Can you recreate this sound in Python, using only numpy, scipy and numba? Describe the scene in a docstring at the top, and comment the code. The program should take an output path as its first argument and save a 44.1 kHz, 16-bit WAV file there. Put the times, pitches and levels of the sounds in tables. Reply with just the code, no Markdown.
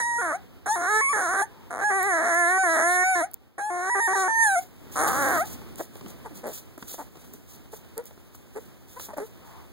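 """Newborn puppy whining

A newborn puppy lies against its mother, close to the microphone, and whines in five bouts: pulses of its
vocal folds excite throat, mouth and nose. The voice flips between a pure squeal, lower cries of grouped
beats and a rasp, then settles into short grunts and squeaks. Wet mouth clicks, bumps, snuffling in
the fur and shifting bedding, all made of shaped noise, lie over a quiet room."""
import sys
import numpy as np
from scipy import signal
from scipy.fft import rfft, irfft, next_fast_len
from scipy.io import wavfile
from scipy.ndimage import uniform_filter1d
from numba import njit

SR = 44100
rng = np.random.default_rng(int(sys.argv[2]) if len(sys.argv) > 2 else 0)


def output_pcm(signal):
    """Save a mono or channel-first signal as 16-bit PCM at the path in sys.argv[1].

    Samples are clipped to [-1, 1] before scaling.
    """
    pcm = np.clip(np.atleast_2d(signal).T, -1, 1) * 32767
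    wavfile.write(sys.argv[1], SR, np.round(pcm).astype(np.int16))


N = 428652
T = np.arange(N) / SR


def undb(db):
    """Logarithmic level: decibels to amplitude gain."""
    return 10 ** (np.asarray(db) / 20)


def curves(rows):
    """Linear interpolation: each column after the time as one value per sample."""
    times, *columns = np.transpose(sorted(map(tuple, rows)))
    return [np.interp(T, times, column) for column in columns]


def spectrum(points, size):
    """Frequency response: gain of (frequency [Hz], level [dB]) points on the bins of a transform."""
    hz, db = np.transpose(points)
    bin_hz = np.arange(size // 2 + 1) * SR / size
    return undb(np.interp(np.log(bin_hz + 1), np.log(hz), db))


def colour(x, points):
    """Minimum-phase filtering: folding the cepstrum makes the given spectrum causal."""
    cepstrum = irfft(np.log(spectrum(points, size=2048)))
    cepstrum[1:1024] *= 2
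    cepstrum[1024:] = 0
    impulse_response = irfft(np.exp(rfft(cepstrum)))
    return signal.fftconvolve(x, impulse_response)[:len(x)]


def unit(x):
    """Normalisation: scale by the standard deviation to 1."""
    return x / (np.std(x) + 1e-12)


def steady(x):
    """Power normalisation: hold the short-term rms at 1."""
    power = uniform_filter1d(uniform_filter1d(x * x, size=380), size=260)
    return x / np.sqrt(np.abs(power) + 1e-14)


def walk(rate):
    """Low-pass fluctuation: smooth random wander at a rate [1/s], spread near 1."""
    hold = max(int(SR / rate), 2)
    steps = np.repeat(rng.standard_normal(N // hold + 1), hold)
    return unit(uniform_filter1d(steps, hold)[:N])


def envelope(s, length, attack_s, release_s):
    """Amplitude envelope: straight attack, hold, exponential release."""
    attack = np.clip((T - s) / attack_s, 0, 1)
    return attack * np.exp(-np.clip((T - s - length) / release_s, 0, 20))


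def swells(rows, attack_s, release_s):
    """Power addition: joint gain of (time [s], length [s], level [dB]) bursts of noise."""
    return np.sqrt(sum((undb(db) * envelope(s, length, attack_s, release_s)) ** 2 for s, length, db in rows))


def add(out, s, x):
    """Superposition: mix a short sound in at time s."""
    i = max(int(s * SR), 0)
    out[i:i + len(x)] += x[:N - i]


@njit
def resonate(x, hz, width):
    """Resonance: state-variable band-pass with a moving centre [Hz] and a fixed width [Hz]."""
    y, band, low = np.empty(len(x)), 0., 0.
    for i in range(len(x)):
        g, damping = np.tan(np.pi * hz[i] / SR), width / hz[i]
        v = (band + g * (x[i] - low)) / (1 + g * (g + damping))
        band, low, y[i] = 2 * v - band, low + 2 * g * v, damping * v
    return y


def folds(hz, group, depth, rough, jitter, shimmer):
    """Self-oscillation: one pulse per beat of the vocal folds; weak beats drop the pitch, uneven ones rasp."""
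    n = len(hz)
    phase = np.cumsum(hz) / SR + .7
    beat = np.arange(1, int(phase[-1]) + 1)
    at = np.interp(beat, phase, np.arange(n))
    i = at.astype(int)
    size_chance, time_chance, slip_chance = rng.standard_normal((len(beat), 3)).T
    # rough folds now and then slip a beat, which breaks the pattern of strong and weak
    stumble = np.abs(slip_chance) * rough[i] > .62
    slips = np.cumsum(stumble & ~np.roll(stumble, 1))
    weak = (beat + slips) % group[i] > 0
    size = (1 - depth[i] * weak) * np.exp(shimmer * rough[i] * size_chance)
    at = at + jitter * rough[i] * time_chance * SR / hz[i]
    # a windowed sinc places each pulse between samples
    taps = at.astype(int)[:, None] + np.arange(-7, 9)
    off = taps - at[:, None]
    shape = np.sinc(off) * np.cos(np.pi * off / 16) ** 2
    return np.bincount((taps % n).ravel(), (size[:, None] * shape).ravel(), n)


def puffs(pulses, decay_s):
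    """Turbulence: air noise released by each pulse."""
    release = signal.lfilter([1], [1, -np.exp(-1 / (decay_s * SR))], pulses)
    return unit(release * rng.standard_normal(len(pulses)))


# room noise before a common trim: (time [s], level [dB])
ROOM_LEVEL = [(0, -50), (1.6, -48.5), (2.5, -51.5), (3.3, -53), (3.52, -59), (4.75, -48), (4.95, -41),
              (5.5, -41), (5.75, -46), (6.4, -46), (6.7, -49), (8.8, -50.5), (9.4, -48.5)]
# shifts of the bedding before a common trim: (time [s], length [s], level [dB])
BEDDING_SHIFTS = [(4.99, .39, -36.5), (5.45, 0.35, -49), (6.0, 0.076, -43), (6.29, 0.21, -52),
                  (6.79, 0.14, -53), (7.24, 0.14, -50.5), (9.14, .07, -56)]
# soft, hollow rushing between the calls: (time [s], length [s], level [dB])
HOLLOW_RUSHES = [(1.44, 0.19, -55), (9.38, 0.21, -51)]
# colours of bedding and room: (frequency [Hz], level [dB])
BEDDING_SPECTRUM = [(20, -25.5), (60, -15.5), (130, -14), (220, -8.5), (380, -12), (600, -36), (1200, -49),
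                    (3000, -42)]
ROOM_SPECTRUM = [(20, -39), (60, 10.5), (130, 3.5), (400, -3.5), (900, -9), (1400, -12.5), (2200, -16),
                 (3500, -18.5), (7000, -28.5), (11000, -28.5), (15500, -24)]


def background(bedding_db=-1, resting_db=-8.0, room_db=-1, rush_hz=950):
    """Broadband noise: uneven low rubbing of the bedding and hollow rushes over soft room noise."""
    air_db, = curves(ROOM_LEVEL)
    shifts = swells(BEDDING_SHIFTS, attack_s=0.041, release_s=0.027)
    moving = np.hypot(shifts, undb(air_db + resting_db))
    rustle_db = 2 * walk(40)
    rub = unit(colour(rng.standard_normal(N), BEDDING_SPECTRUM)) * moving * undb(bedding_db + rustle_db)
    hollow = unit(resonate(rng.standard_normal(N), np.full(N, float(rush_hz)), 260.0))
    rush = hollow * swells(HOLLOW_RUSHES, attack_s=0.092, release_s=0.066)
    room = unit(colour(rng.standard_normal(N), ROOM_SPECTRUM)) * undb(air_db + room_db + 1.6 * walk(22))
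    return rub + rush + room


def echo(x, t60_s=0.19, wet_db=-25):
    """Reverberation: convolution with the short, dull noise tail of a furnished room."""
    t = T[:SR // 2]
    decay = undb(-60 * t / t60_s) * (t > .005)
    tail = colour(rng.standard_normal(len(t)) * decay, [(200, 0.0), (2000, 1.0), (10000, -18.5)])
    return signal.fftconvolve(x, tail / np.linalg.norm(tail))[:N] * undb(wet_db)


# snuffles of the muzzle in fur, before a common lift: (time [s], length [s], level [dB])
FUR_SNUFFLES = [(4.56, 0.071, -46.5), (4.91, .14, -42), (5.06, 0.022, -28), (5.1, 0.298, -36),
                (5.44, 0.099, -42), (5.765, 0.069, -44.5), (5.92, 0.072, -55), (6.065, 0.04, -47.5),
                (6.34, 0.036, -44), (6.46, 0.073, -43.5), (6.52, 0.06, -39), (6.77, 0.12, -53.5),
                (6.864, 0.078, -38.5), (6.95, 0.081, -49.5), (7.15, 0.13, -58), (7.32, 0.032, -51),
                (7.47, 0.088, -50.5), (7.71, 0.06, -45.5), (8.048, 0.018, -48), (8.33, 0.025, -52),
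                (8.53, 0.13, -57), (8.87, 0.17, -53), (8.985, 0.069, -40), (9.17, 0.1, -54.5),
                (9.44, .07, -58)]
# colour of the hiss: (frequency [Hz], level [dB])
FUR_SPECTRUM = [(1200, -7), (2500, -5.5), (3800, -1), (5000, -3.5), (6500, 3.5), (8000, -1), (9500, 2),
                (11500, -3), (13500, 5), (15300, 2)]
# from then on the muzzle rests in the fur and never quite stops rubbing (level before the lift)
FUR_FROM_S, FUR_DB = 4.6, -63


def snuffle(gain_db=1, flutter_db=1.5):
    """Friction noise: fluttering hiss of the muzzle working through fur."""
    bursts = swells(FUR_SNUFFLES, attack_s=0.019, release_s=0.022)
    gain = np.hypot(bursts, undb(FUR_DB) * (T > FUR_FROM_S))
    hiss = unit(colour(rng.standard_normal(N), FUR_SPECTRUM))
    return hiss * gain * undb(gain_db + flutter_db * walk(150))


# wet clicks of tongue and lips, before a common lift: (time [s], peak level [dB])
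WET_CLICKS = [(2.03, -15), (2.345, -24), (2.392, -24), (3.314, -32), (3.3357, -24), (3.342, -13),
              (4.066, -26), (5.075, -24), (5.758, -30), (5.784, -23.5), (5.953, -35), (6.469, -24),
              (6.779, -29), (6.825, -42), (7.337, -25), (7.979, -17.5), (8.04, -36), (8.056, -26),
              (8.067, -43), (8.352, -34), (8.364, -43), (9.175, -27.5)]
# colour of the clicks: (frequency [Hz], level [dB])
CLICK_SPECTRUM = [(1000, -41), (3500, -18), (7000, -8.5), (11000, 0), (15000, 0)]
# soft bumps of paws and muzzle: (time [s], peak level [dB], centre frequency [Hz])
SOFT_BUMPS = [(5.08, -36, 89.9), (5.615, -34.5, 450), (5.782, -35, 600), (5.955, -34, 500),
              (6.01, -35.5, 250), (6.061, -33, 250), (6.522, -40, 350), (6.825, -30, 159),
              (6.825, -28, 1200), (6.844, -45, 70), (7.155, -37, 397), (7.171, -38, 300),
              (7.846, -42.5, 500), (8.109, -38, 450), (8.177, -39.5, 240), (8.348, -38, 794),
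              (8.9, -47, 65), (8.997, -29, 597), (9.141, -39, 596)]


def nuzzling(bump_s=0.0041, click_db=3):
    """Impulse excitation: wet films snap in a fraction of a millisecond; bumps on soft bodies are damped."""
    out, t = np.zeros(N), T[:SR // 20]
    for s, db in WET_CLICKS:
        snap = np.exp(-t / .0003) + .06 * np.exp(-t / .002)
        click = colour(rng.standard_normal(len(t)) * snap, CLICK_SPECTRUM)
        add(out, s, click * undb(db + click_db) / np.abs(click).max())
    for s, db, hz in SOFT_BUMPS:
        knock = rng.standard_normal(len(t)) * np.exp(-t / bump_s)
        bump = resonate(knock, np.full(len(t), float(hz)), float(hz))
        add(out, s, bump * undb(db) / np.abs(bump).max())
    return out


# grunts and squeaks, level before a common lift: (time [s], length [s], middle pitch [Hz],
# glide over the length [Hz], level [dB], mouth resonance [Hz], roughness [0-1])
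GRUNTS_AND_SQUEAKS = [(5.791, 0.036, 328.5, 72, -33, 624, 0.67), (6.247, 0.042, 438, -140, -41, 920, 0.5),
                      (6.306, 0.026, 305, -150, -47, 300, 0.26), (6.432, 0.095, 225, -41, -36, 560, 0.5),
                      (6.776, .014, 275, -55, -42.5, 348, 0.8), (6.939, .012, 487, 0, -41.5, 730, 0.7),
                      (6.979, 0.054, 294.5, -79.5, -38.5, 870, 0.77), (7.335, .02, 221, -28, -50, 280, 0.5),
                      (7.729, .02, 431, -27, -40.5, 560, 0.44), (7.968, 0.055, 471, 79.5, -36, 500, 0.31),
                      (8.551, 0.049, 436.4, 88, -36.5, 470, 0.46),
                      (8.961, 0.036, 511, 110, -43, 1030, 0.28), (9.08, 0.061, 211, 22, -45, 905, 0.34),
                      (9.132, 0.013, 607, -51, -38, 620, 0.3), (9.166, 0.054, 279.4, -77.5, -35, 650, 0.68),
                      (9.192, 0.07, 426, 86, -36.5, 435, .2)]
# throat behind the nearly closed mouth: (frequency [Hz], level [dB])
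GRUNT_THROAT_SPECTRUM = [(100, -11.5), (250, 6.5), (450, 5.5), (800, 2), (1400, -2.5), (2000, -2),
                         (3000, -24), (6500, -19), (10000, -13), (15000, -43)]
GRUNT_SKEW, GRUNT_TAPER = 0.66, 1.04  # the push of a grunt peaks early and tapers off


def grunts(mouth_width_hz=200, boost_db=10, gain_db=1):
    """Source and filter: a short run of slack fold beats through a nearly closed mouth."""
    out, ring = np.zeros(N), np.zeros(SR // 50)
    for s, length, pitch_hz, glide_hz, db, mouth_hz, rough in GRUNTS_AND_SQUEAKS:
        u = np.linspace(0, 1, int(length * SR))
        one = np.ones(len(u))
        hz = pitch_hz + glide_hz * (u - .5)
        pulses = folds(hz, one, one, rough * one, jitter=.13, shimmer=.6)
        pressure = np.abs(np.sin(np.pi * u ** GRUNT_SKEW)) ** GRUNT_TAPER
        breath = (.1 + .55 * rough) * puffs(pulses, decay_s=.001)
        push = (unit(pulses) + breath) * pressure
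        throat = colour(np.r_[push, ring], GRUNT_THROAT_SPECTRUM)
        # the mouth closes toward the end and leaves only its resonance
        opening = np.r_[1 - u ** 3, ring]
        mouth = resonate(throat, np.full(len(throat), float(mouth_hz)), float(mouth_width_hz))
        x = throat * opening + undb(boost_db) * mouth
        add(out, s, x * undb(db + gain_db) / np.sqrt(np.sum(x * x) / len(u)))
    return out


# bouts of whining: (start [s], end [s], closing upward flick [Hz], mid-bout treble relative to the level [dB],
# growth of the treble over the bout [dB])
WHINE_BOUTS = [(-0.02, 0.356, 200.3, -12.5, -5), (0.658, 1.43, 130, -13, 1), (1.702, 3.244, 209.9, -14, 1),
               (3.579, 4.59, 89.6, -13, 2), (4.956, 5.425, 259.5, -13.5, -6.5)]
# pitch that the fold tension would give as a pure squeal, one curve per bout: (time [s], pitch [Hz])
SQUEAL_PITCH = [
    [(0, 989), (.03, 927), (.06, 954), (.17, 940.5), (.205, 987), (.26, 866), (.318, 739), (.33, 632)],
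    [(.68, 799.5), (.755, 939.6), (.79, 888), (.86, 920), (.905, 1085), (.98, 1120), (1.075, 1085),
     (1.105, 1163), (1.2, 1056), (1.275, 843), (1.32, 993), (1.41, 1020), (1.42, 777)],
    [(1.77, 739.4), (1.85, 835.4), (1.895, 840), (1.92, 757), (1.97, 789), (2.015, 725), (2.07, 824),
     (2.14, 673), (2.2, 632.5), (2.26, 700), (2.34, 666), (2.39, 703.5), (2.46, 678.6), (2.52, 740.6),
     (2.62, 767), (2.69, 654.6), (2.81, 655.6), (2.91, 717.7), (3.02, 730), (3.1, 759), (3.2, 701),
     (3.22, 614)],
    [(3.58, 785), (3.68, 857), (3.82, 880.5), (3.9, 959), (3.955, 974.5), (4.03, 919.5), (4.073, 914),
     (4.14, 949), (4.24, 893), (4.43, 913), (4.5, 788), (4.55, 760), (4.563, 676)],
    [(4.95, 729.8), (5.07, 834), (5.13, 773), (5.19, 844.7), (5.25, 796), (5.31, 788.5), (5.395, 611)],
]
# effort and mouth shape, one curve per bout:
# (time [s], level [dB], mouth resonance [Hz], boost of the resonance [dB])
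EFFORT_AND_MOUTH = [
    [(0, -24.5, 1780, 16), (.06, -26.5, 1700, 10), (.21, -26, 1546, 16), (.35, -27.5, 1400, 11.5)],
    [(.68, -26.5, 1440, 8), (.71, -21.5, 941, 13), (.79, -29.5, 1450, 4), (.865, -24.5, 1514, 19),
     (.96, -20.5, 1560, 11.5), (1.06, -23, 2150, 18), (1.16, -24, 1597, 12), (1.275, -26, 1400, 15.5),
     (1.42, -22.5, 1590, 14)],
    [(1.78, -32, 1392, 7), (1.85, -22, 1738, 9.5), (2.06, -24, 2000, 9), (2.14, -22, 1706, 13),
     (2.23, -24, 1684, 9.5), (2.4, -20.5, 1791, 16.5), (2.56, -21, 1723, 13), (2.78, -21.5, 1683, 11),
     (2.88, -21, 1763, 12), (3.1, -21, 1972, 16), (3.25, -25.5, 1692, 4.5)],
    [(3.6, -29.5, 1708, 6), (3.69, -29.5, 1613, -10), (3.85, -28, 1515, 10), (3.93, -23.5, 1823, 9.5),
     (4.12, -23, 1800, 7), (4.25, -23, 1320, 7), (4.35, -22.5, 1850, 6), (4.43, -17.5, 1802, 10),
     (4.5, -21.5, 1590, 7.5), (4.58, -22, 1490, 5.5)],
    [(4.96, -26.5, 1277, 14), (5.02, -22, 1336, 6.5), (5.14, -26, 1303, 13), (5.28, -23, 1620, 7.5),
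     (5.42, -23.5, 1359, 13)],
]
ATTACK_S, RELEASE_S = .003, 0.0099
CATCH_S, CATCH_DB = .027, -2  # the folds catch, rough and weak, as a bout starts
FLICK_LEAD_S, FLICK_S, CLOSING_DB = .03, .05, 23  # at the end the pitch flicks up and the mouth shuts


def bouts():
    """Muscular control: each bout catches, follows pitch and effort, shifts in treble, ends in a flick."""
    controls = np.zeros((6, N))
    for bout, pitch, effort in zip(WHINE_BOUTS, SQUEAL_PITCH, EFFORT_AND_MOUTH):
        start, end, flick_hz, treble_db, brighten_db = bout
        hz, = curves(pitch)
        db, mouth_hz, boost_db = curves(effort)
        closing = np.clip((T - end + FLICK_LEAD_S) / FLICK_S, 0, 1)
        progress = np.clip((T - start) / (end - start), 0, 1)
        gain = undb(db) * envelope(start, end - start, ATTACK_S, RELEASE_S)
        catch = np.exp(-np.minimum(((T - start) / CATCH_S) ** 2, 20))
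        edge_db = treble_db + brighten_db * (progress - .5)
        current = np.array([hz + flick_hz * closing, gain * undb(CATCH_DB * catch), mouth_hz,
                            boost_db - CLOSING_DB * closing, edge_db, catch])
        # each bout takes over from the one before
        controls = np.where(T >= start - CATCH_S, current, controls)
    return controls


# breaks out of the squeal, where only the first beat of each group stays strong and the folds may slow:
# (start [s], end [s], group size [beats], weakening of the other beats [0-1], fold rate over the squeal's [ratio],
# roughness [0-1])
VOICE_BREAKS = [(0.184, 0.213, 2, 0.98, 0.98, 0.07), (0.214, 0.326, 2, 1, 0.78, 0.2),
                (0.758, 1.011, 2, 1, .78, .05), (1.13, 1.418, 2, 1, 0.77, .13),
                (1.69, 1.811, 4, .91, 1, .85), (1.811, 1.841, 2, 0.62, 0.99, .4),
                (1.9, 2.581, 2, 0.93, 1, .02), (2.634, 3.037, 2, 0.86, 1, 0.03),
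                (3.153, 3.223, 2, 1, 0.97, .12), (3.702, 3.897, 2, 1, 0.82, 0.18),
                (3.949, 4.001, 2, 1, .82, 0.21), (4.076, 4.133, 2, 1, 0.81, 0.21),
                (4.153, 4.28, 2, 1, 0.83, .12), (4.941, 5.33, 3, 0.96, 1, .33),
                (5.331, 5.383, 2, 0.99, 1, .4)]
# rasps, where the beats grow uneven and settle again: (middle [s], half length [s], added roughness [0-1])
VOICE_RASPS = [(0.336, .02, .35), (0.819, .05, 0.28), (1.2, .04, .45), (1.345, .02, .35),
               (1.395, 0.0251, .2), (1.919, .02, 0.23), (2.248, .085, .5), (2.79, .045, .55),
               (4.294, .015, 0.21), (5.05, .08, .27), (5.3, .025, .25)]
SQUEAL_WEAKENING, SQUEAL_ROUGH = 0.033, 0.01239
CATCH_WEAKENING, CATCH_ROUGH = 0.83, .8
RASP_EVENING = 0.41  # a rasp blurs strong and weak beats


def register(catch):
    """Subharmonics: grouping, weakening, rate and roughness of folds that squeal unless they catch, break or rasp."""
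    state = np.outer([2, SQUEAL_WEAKENING, 1, SQUEAL_ROUGH], np.ones(N))
    for start, end, *broken in VOICE_BREAKS:
        state[:, int(start * SR):int(end * SR)] = np.array(broken)[:, None]
    group, depth, slowing, rough = state
    rasp = sum(amount * np.exp(-np.minimum(((T - s) / half) ** 2, 20)) for s, half, amount in VOICE_RASPS)
    depth = np.maximum(depth * (1 - RASP_EVENING * rasp), CATCH_WEAKENING * catch)
    rough = np.maximum(rough + rasp, CATCH_ROUGH * catch)
    depth, rough = (uniform_filter1d(np.clip(c, 0, 1), size=300) for c in (depth, rough))
    return group, depth, slowing, rough


# throat, and the airy edge from the nose: (frequency [Hz], level [dB])
THROAT_SPECTRUM = [(120, -16), (300, -1.5), (450, -1), (700, 5.5), (900, -0.5), (1150, 0.5), (1450, -6.5),
                   (1800, -2.5), (2200, -7), (2600, -31.5), (3200, -35), (5000, -75)]
TREBLE_SPECTRUM = [(2000, -34), (3000, -15.5), (3900, -7), (4800, -18.5), (5500, -3.5), (6400, 2),
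                   (7600, -4.5), (8800, 5), (10300, -0.5), (11400, -14), (15500, -16.5)]
LURCH = .035  # slow stagger of the pitch at full roughness, as a share of it
NASAL_TURN, NASAL_RATE = 1.09, 9  # how far (radians) and how often (per s) the nasal passages change shape
TREBLE_SWELL_DB, TREBLE_SWELL_RATE = 1.5, 12  # the airy edge swells and fades (rate per s)


def whines(mouth_width_hz=340):
    """Source and filter: fold pulses ring the throat and the moving mouth resonance under a thin, airy edge."""
    hz, gain, mouth_hz, boost_db, edge_db, catch = bouts()
    group, depth, slowing, rough = register(catch)
    # the pitch always wavers a little, and lurches when the folds are rough
    waver = 1 + .002 * walk(90) + LURCH * rough * walk(60) + .1 * rough ** 1.7 * walk(200)
    hz = uniform_filter1d(hz * slowing, size=300) * waver
    pulses = folds(hz, np.maximum(np.rint(group), 1), depth, rough, jitter=.11, shimmer=.3)
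    hiss = steady(puffs(pulses, decay_s=.0008))
    turbulence = .01 + .55 * rough * (1 - .5 * rough)
    source = steady(pulses) + turbulence * hiss
    # the tiny mouth radiates no steady flow and no bass
    source = signal.sosfilt(signal.butter(4, 210, "high", fs=SR, output="sos"), source)
    throat = colour(source, THROAT_SPECTRUM)
    mouth = resonate(throat, mouth_hz, float(mouth_width_hz))
    body = steady(throat + (undb(boost_db) - 1) * mouth)
    # the folded nasal passages scatter each pulse over a few milliseconds;
    # as they flex, other overtones stand out
    scatter = rng.standard_normal((2, 400)) * np.exp(-T[:400] / .0028)
    first_path, second_path = (signal.fftconvolve(pulses, s)[:N] for s in scatter)
    flex = NASAL_TURN * walk(NASAL_RATE)
    nasal = np.cos(flex) * first_path + np.sin(flex) * second_path
    air = .2 + 1.8 * rough
    edge = steady(colour(steady(nasal) + air * hiss, TREBLE_SPECTRUM))
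    edge_gain = undb(edge_db + TREBLE_SWELL_DB * walk(TREBLE_SWELL_RATE))
    flutter_db = .8 * rough * walk(110)
    return (body + edge_gain * edge) * gain * undb(flutter_db)


# how unlike the two ports hear the puppy: (frequency [Hz], difference over sum [dB])
PUPPY_PORT_DIFFERENCE = [(100, -37), (350, -9.5), (700, -13), (1200, -2.5), (1750, 8), (2300, 14.5),
                         (3500, -5.5), (4500, -6), (5400, 12), (6300, -1.5), (9000, -1), (15000, -0.5)]
PORT_LAG = 16  # samples


def ports(x, difference):
    """Differential pickup: a close pair, widened by feeding each port, delayed and inverted, to the other channel."""
    size = next_fast_len(N + SR // 10, True)
    lag = np.exp(-2j * np.pi * np.arange(size // 2 + 1) * PORT_LAG / size)
    feed = .93
    mid = 1 - feed * lag
    side = (1 + feed * lag) * spectrum(difference, size)
    sound = rfft(x, size) / np.hypot(np.abs(mid), np.abs(side))
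    return np.array([irfft(sound * (mid + side), size)[:N], irfft(sound * (mid - side), size)[:N]])


def scene():
    """Direct and diffuse fields: the puppy close and to one side, two mirrored room fields around it."""
    puppy = snuffle() + nuzzling() + grunts() + whines()
    room_difference = [(100, -5.5), (400, -7.0), (900, -2.5), (2000, 1), (15000, -2.5)]
    first, second = (ports(background() + echo(puppy), room_difference) for _ in range(2))
    around = (first + second[::-1]) / np.sqrt(2)
    return ports(puppy, PUPPY_PORT_DIFFERENCE)[::-1] + around


# sensitivity of left over right: (frequency [Hz], level [dB])
LEFT_OVER_RIGHT = [(60, -0.5), (200, -2), (380, 1.5), (600, 2.5), (800, 4.5), (1100, 4), (1350, -0.5),
                   (1600, -6.5), (2100, -2.5), (2600, -0.5), (3100, -3), (4400, 1.5), (6300, -3),
                   (8000, -0.5)]
TOP_HZ = 15750


def record(dry):
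    """Transducer response: the two channels differ a little in colour; the top is cut steeply."""
    size = next_fast_len(N + SR // 10, True)
    ratio = spectrum(LEFT_OVER_RIGHT, size)
    gains = np.array([ratio, np.ones(len(ratio))]) * np.sqrt(2 / (1 + ratio ** 2))
    x = irfft(rfft(dry, size) * gains, size)[:, :N]
    return signal.sosfilt(signal.ellip(10, .2, 80, TOP_HZ, fs=SR, output="sos"), x)


dry = scene()
out = record(dry)
output_pcm(out)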